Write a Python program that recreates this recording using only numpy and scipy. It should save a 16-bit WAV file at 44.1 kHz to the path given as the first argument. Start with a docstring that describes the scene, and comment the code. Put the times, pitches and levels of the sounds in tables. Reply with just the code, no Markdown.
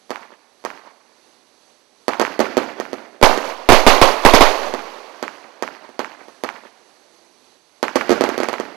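"""Firework cake in a night field

Lift charges thump and crack in single shots and quick volleys, with shells bursting overhead midway.
Each blast is a thin shock front on a damped low thump; walls return knocks, grass and tree lines scatter.
Drifting night air and two faint tones lie underneath. One microphone feeds two inputs: a padded, hissy
left one and a hot right one that overloads on the bursts."""
import sys
import numpy as np
from scipy import signal
from scipy.fft import rfft, irfft
from scipy.io import wavfile
from scipy.ndimage import uniform_filter1d

SR = 44100
rng = np.random.default_rng(int(sys.argv[2]) if len(sys.argv) > 2 else 0)


def master(y):
    """Save y as 16-bit WAV."""
    cut = np.clip(np.atleast_2d(y).T, -1, 1)
    pcm = np.round(cut * 32767)  # scale
    wavfile.write(sys.argv[1], SR, pcm.astype(np.int16))


N = 386316

# Lift charges leaving the tubes; the tilt of the tube sets the share thrown at the far wall:
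# start_s, level_db (of the thump), pitch_hz, wall_share_db
LIFT_SHOTS = [(.0958, -25, 700, -8), (.1057, -9.5, 630, 0.5), (.6404, -23, 700, -8), (.6504, -8, 654, -3.5),
              (2.0818, 0, 635, -4.5), (2.1977, -2, 566, 2.5), (2.215, 1, 604, -8.5), (2.3928, -1, 496, -12),
              (2.4024, 0.5, 525, -8.5), (2.4059, -1, 507, -11), (2.5696, 1, 544, -24),
              (2.5774, -0.5, 540, -23), (2.8001, -6.5, 520, -6.5), (2.9312, -9, 523, -11.5),
              (3.2143, -6.5, 507, -20), (3.3761, -4.5, 490, -5), (4.7393, -5.5, 595, -6.5),
              (5.2272, -10, 560, 4), (5.6246, -6, 603, -1.5), (5.8915, -25, 600, -11), (5.993, -6, 610, -1),
              (6.2835, -24.5, 593, -16), (6.4372, -7.5, 603, 3), (7.8289, -2, 597, 0.5),
              (7.9575, 0, 556, 0), (7.961, -1.5, 503, -3), (8.0943, 0, 484, -25), (8.1058, -0.5, 450, -16),
              (8.1083, -3.5, 427, -11), (8.1171, -0.5, 483, -16), (8.1258, -2.5, 473, -17),
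              (8.2095, 2.5, 540, -14), (8.2391, 0, 580, -10), (8.2902, -7, 454, -4), (8.3789, -7.5, 493, 2),
              (8.4024, -5, 495, -5), (8.4339, -6.5, 504, -0.5), (8.4866, -6, 594, 0),
              (8.5302, -9.5, 634, 0), (8.5995, -7, 480, -9)]
# Crack over thump, extra crack per dB of wall share (tilted tubes crack sharper), dullest crack over thump
CRACK_DB, CRACK_DB_PER_WALL_DB, DULLEST_CRACK_DB = 2.5, .45, -2
# An inverted copy of the crack follows close behind each front
FLIP_MS, FLIP_DB = .74, -2
# Two large near surfaces return the low thump whole: delay_ms, and level_db for each
BODY_DELAYS_MS = [8.3, 21.8]
BODY_LEVELS_DB = [-8, -17.5]
# Surfaces around the cake: delay_ms, then level_db, pitch_hz (returned best) for each
ECHO_DELAYS_MS = [6.8, 8.6, 12.45, 14.7, 23.4, 62.3, 63.6, 118.9, 125.25, 199.4, 221.4]
ECHO_SURFACES = [(-16, 1000), (-7, 1160), (-8, 1210), (-10, 900), (-15.5, 530), (-19, 1000), (-13.5, 1100),
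                 (-25, 1030), (-20, 1870), (-24.5, 800), (-24, 600)]
# The far wall: delay_ms, then level_db, pitch_hz for each return
WALL_DELAYS_MS = [51.9, 53.2]
WALL_RETURNS = [(-12, 840), (-2.5, 1690)]

# Shells bursting: start_s, ground_echo_ms, wall_echo_ms, wall_echo_db, rumble_db (trim on the field's scatter)
SHELL_BURSTS = [(3.2274, 2.1, 10.5, -7, 0), (3.6892, 2.9, 14.1, -2, 0), (3.7213, 2.6, 11, -5, -1),
                (3.8656, 4.2, 7.5, -2, 3.5), (4.0152, 2.7, 10.5, -6, 0), (4.25, 3.1, 14.1, -2, .5),
                (4.3367, 3, 7, -11, 0), (4.4081, 2.9, 6.5, -10, -.5)]
BURST_DB, BURST_HZ, BURST_CRACK_DB, GROUND_DB = 22.5, 700, -2.5, -1.3

# Scatter from grass and hedges: first_s (below zero: no silent gap), peak_s, peak_db,
# loss_db_per_doubling (of delay, either side of the peak), loss_db_per_s, length_s
LIFT_SCATTER_SHAPE = (-0.05, .007, -32.5, 4.9, 14.5, 1.66)
BURST_SCATTER_SHAPE = (-0.0053, 0.0113, -36, 6.5, 4.5, 3.0)
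# Scatter colour: pitch_hz, start_db, loss_db_per_s (of delay, to air and leaves)
LIFT_SCATTER_COLOUR = [(199.3, 4.5, 14), (545, -6.5, -10.5), (915, 7.5, 0.5), (1394, 11, 1.5),
                       (2200, 9.5, -6.5), (3220, 7, 8), (4330, 6, 0), (8100, 3.5, 24), (14000, 18, 25.5)]
BURST_SCATTER_COLOUR = [(198, -11, 0.92), (470, 3, 3), (926, 2, 3.5), (1450, 7, 2), (2500, 9, 2),
                        (4100, 8, 2.5), (8000, 5, 3.3), (14180, 22, 8)]
# Tree lines that lift the scatter for a moment: delay_s, lift_db, depth_s
LIFT_TREE_LINES = [(.06, 5, 0.014), (.125, 6, .04), (.225, 8, .028)]
BURST_TREE_LINES = [(.08, 3.5, .055), (.223, 4, .006), (.26, 6, .05)]

# Distant air and capsule hiss, relative spectrum: pitch_hz, level_db (per Hz)
NIGHT_COLOUR = [(20, -30.5), (170, -13), (220, -3.5), (400, -1), (1050, -5), (1400, -10), (3300, -12),
                (4500, -7), (5300, -14.5), (6200, -8), (7000, -21), (8000, -15.5), (9000, -26),
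                (10000, -17.5), (11500, -20), (12800, -50.5)]
NIGHT_DB, DRIFT_DB, DRIFT_S = -52.5, 1.5, .15  # rms before drift, rms drift, smoothing window
# Faint far-off tones: start_s, length_s, pitch_hz, peak_db
FAR_TONES = [(6.65, .45, 790, -62), (7.05, .35, 340, -60)]

# Capsule response behind a steep low cut: pitch_hz, level_db
MIC_COLOUR = [(30, -17.5), (130, -14.5), (180, -3.5), (230, 5), (400, 2), (800, -3), (1100, 0.5), (1500, 1),
              (3000, 1.5), (3700, 1), (4500, 6), (5300, 3.5), (6200, 6.5), (7200, 1.5), (8000, 1),
              (9000, -5), (11500, -1.5), (14000, -14)]
# Hiss of the padded input, relative spectrum: pitch_hz, level_db
PAD_HISS_COLOUR = [(20, 3), (60, 4.5), (200, -25.5), (6000, -8.5), (8000, -8.5), (8600, -15.5),
                   (15000, -33)]
CAPSULE_DB, PAD_DB, PAD_HISS_DB = 23, -22.5, -88.5  # saturation level, pad gain, hiss rms
RAIL, BIAS_MS, BIAS_SHIFT = 1.3, 11, 4.5  # clip level, bias time constant, shift per unit of overload
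COUPLING_HZ, EDGE_HZ = 2.1, 14600  # low cut of each coupling capacitor, top edge of both inputs


def lifts():
    """All tubes stand in one box and share the echoes of the place; neighbours differ in fine scatter."""
    upward = np.zeros((3, N))
    near, sideways, wallward = np.zeros((3, N))
    for k, (s, db, hz, wall_db) in enumerate(LIFT_SHOTS):
        crack_db = max(CRACK_DB + CRACK_DB_PER_WALL_DB * wall_db, DULLEST_CRACK_DB)
        add(upward[k % len(upward)], s, blast(db, hz, crack_db))
        add(near, s, spit(db + crack_db))
        add(near, s + FLIP_MS / 1000, -gain_of(db + crack_db + FLIP_DB) * front())
        add(sideways, s, gain_of([db + crack_db]))  # sharper shots throw stronger echoes
        for ms, body_db in zip(BODY_DELAYS_MS, BODY_LEVELS_DB):
            add(near, s + ms / 1000, gain_of(db + body_db) * thump(hz))
        add(wallward, s, gain_of([db + wall_db]))
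    spread = np.zeros(N)
    for shots in upward:
        field = scatter(LIFT_SCATTER_SHAPE, LIFT_TREE_LINES, LIFT_SCATTER_COLOUR, lumps_db=3.0)
        spread += signal.fftconvolve(shots, field)[:N]
    echoes = bounce(sideways, ECHO_DELAYS_MS, ECHO_SURFACES)
    wall = bounce(wallward, WALL_DELAYS_MS, WALL_RETURNS)
    return upward.sum(0) + near + echoes + wall + spread


def bursts():
    """Each shell bursts at its own spot in the sky, with its own ground echo, wall echo and rumble."""
    out = np.zeros(N)
    shock = blast(BURST_DB, BURST_HZ, BURST_CRACK_DB)
    for s, ground_ms, wall_ms, wall_db, rumble_db in SHELL_BURSTS:
        add(out, s, shock)
        add(out, s + ground_ms / 1000, gain_of(GROUND_DB) * shock)
        add(out, s + wall_ms / 1000, gain_of(wall_db) * shock)
        field = scatter(BURST_SCATTER_SHAPE, BURST_TREE_LINES, BURST_SCATTER_COLOUR, lumps_db=2.3)
        add(out, s, signal.fftconvolve(gain_of(rumble_db) * shock, field))
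    return out


def blast(db, hz, crack_db):
    """The shock front rides on the thump."""
    return gain_of(db) * (gain_of(crack_db) * front() + thump(hz))


def front():
    """A thin shock front: sharp pressure rise, then suction."""
    t = np.arange(400) / SR
    u = t / 0.00029
    rise = 1 - np.exp(-t / .00004)
    return rise * (1 - u) * np.exp(-u)


def thump(hz):
    """The gas overshoots and swings back about once."""
    cycles = hz * np.arange(400) / SR
    swing = -np.sin(2 * np.pi * (cycles - .1))
    return swing * np.exp(-((cycles - .55) / 0.59) ** 2)


def spit(db):
    """Burning grains crackle for a moment at the muzzle: a decaying puff of bright noise."""
    crackle = np.diff(rng.standard_normal(401))
    return gain_of(db - 21.5) * crackle * np.exp(-np.arange(400) / SR / 0.0023)


def bounce(clicks, delays_ms, surfaces):
    """Each surface returns a late knock at its own pitch."""
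    knocks = np.zeros(SR)
    for ms, (db, hz) in zip(delays_ms, surfaces):
        add(knocks, ms / 1000, gain_of(db) * thump(hz))
    return signal.fftconvolve(clicks, knocks)[:N]


def scatter(shape, trees, colour, lumps_db):
    """A random impulse response that thins with delay, swells at tree lines and loses top treble fastest."""
    first, peak, db, per_doubling, per_s, length = shape
    t = np.arange(round(length * SR)) / SR
    raw = rng.standard_normal(4 * SR)[:len(t)]
    hz, frames, z = signal.stft(raw, SR, nperseg=256, noverlap=192)
    start_db = read(colour, hz)[:, None]
    loss_db = read(colour, hz, axis=2)[:, None] * frames
    z = z * gain_of(start_db - loss_db)
    # separate trees and sheds make the return uneven over pitch and time
    lumps = uniform_filter1d(rng.standard_normal(z.shape), size=9, axis=0)
    lumps = uniform_filter1d(lumps, size=5, axis=1)
    z = z * gain_of(lumps_db * lumps / lumps.std())
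    grains = signal.istft(z, SR, nperseg=256, noverlap=192)[1][:len(t)]
    swells = sum(lift_db * np.exp(-((t - s) / depth) ** 2) for s, lift_db, depth in trees)
    doublings = abs(np.log2(np.maximum(t, first) / peak))
    level = db - per_doubling * doublings - per_s * t + swells
    return grains * gain_of(level) * (t > first)


def night():
    """Distant air drifts in level; faint tones surface in it and fade again."""
    window = round(DRIFT_S * SR)
    drift = uniform_filter1d(uniform_filter1d(rng.standard_normal(N), window), window)
    out = noise(NIGHT_COLOUR, NIGHT_DB) * gain_of(DRIFT_DB * drift / drift.std())
    for s, length, hz, db in FAR_TONES:
        t = np.arange(0, length, 1 / SR)
        swell = np.sin(np.pi * t / length)
        add(out, s, gain_of(db) * swell * np.sin(2 * np.pi * hz * t))
    return out


def noise(colour, db):
    """Steady coloured noise of the given rms level."""
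    shape = gain_of(read(colour, np.fft.rfftfreq(N, 1 / SR)))
    x = irfft(rfft(rng.standard_normal(N)) * shape, N)
    return gain_of(db) * x / x.std()


def gain_of(db):
    """dB to gain."""
    return 10 ** (np.asarray(db) / 20)


def read(points, hz, axis=1):
    """One column of a spectrum table on a log-frequency axis."""
    table = np.transpose(points)
    return np.interp(np.log(hz + 1), np.log(table[0] + 1), table[axis])


def add(mix, s, sound):
    """Mixes a sound in at s seconds."""
    part = mix[round(s * SR):][:len(sound)]
    part += sound[:len(part)]


def scene():
    """One point in the field, heard by one capsule."""
    return np.tile(lifts() + bursts(), (2, 1))


def microphone(x):
    """The capsule saturates softly; its causal colour and low cut ring after each front."""
    log_gain = np.log(gain_of(read(MIC_COLOUR, abs(np.fft.fftfreq(8192, 1 / SR)))))
    minimum_phase = np.exp(np.conj(signal.hilbert(log_gain)))
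    taps = np.fft.ifft(minimum_phase).real[:4096]
    limit = gain_of(CAPSULE_DB)
    return signal.oaconvolve(limit * np.tanh(x / limit), taps)[:N]


def record(dry):
    """Overload drags the bias of the hot input down; its coupling capacitors then swing slowly back."""
    mic = microphone(dry[0]) + night()
    left = gain_of(PAD_DB) * mic + noise(PAD_HISS_COLOUR, PAD_HISS_DB)
    overload = np.clip(abs(mic) - RAIL, 0, 1)
    keep = np.exp(-1000 / (BIAS_MS * SR))
    bias = BIAS_SHIFT * signal.lfilter([1 - keep], [1, -keep], overload)
    right = np.clip(mic - bias, -RAIL, RAIL)
    coupling = signal.butter(1, COUPLING_HZ, "high", fs=SR)
    for _ in range(2):  # two capacitors in a row
        right = signal.lfilter(*coupling, right)
    both = np.clip([left, right], -1, 1)
    top_cut = signal.firwin(127, EDGE_HZ, window=("kaiser", 9), fs=SR)
    return signal.oaconvolve(both, top_cut[None], "same")


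dry = scene()
out = record(dry)
master(out)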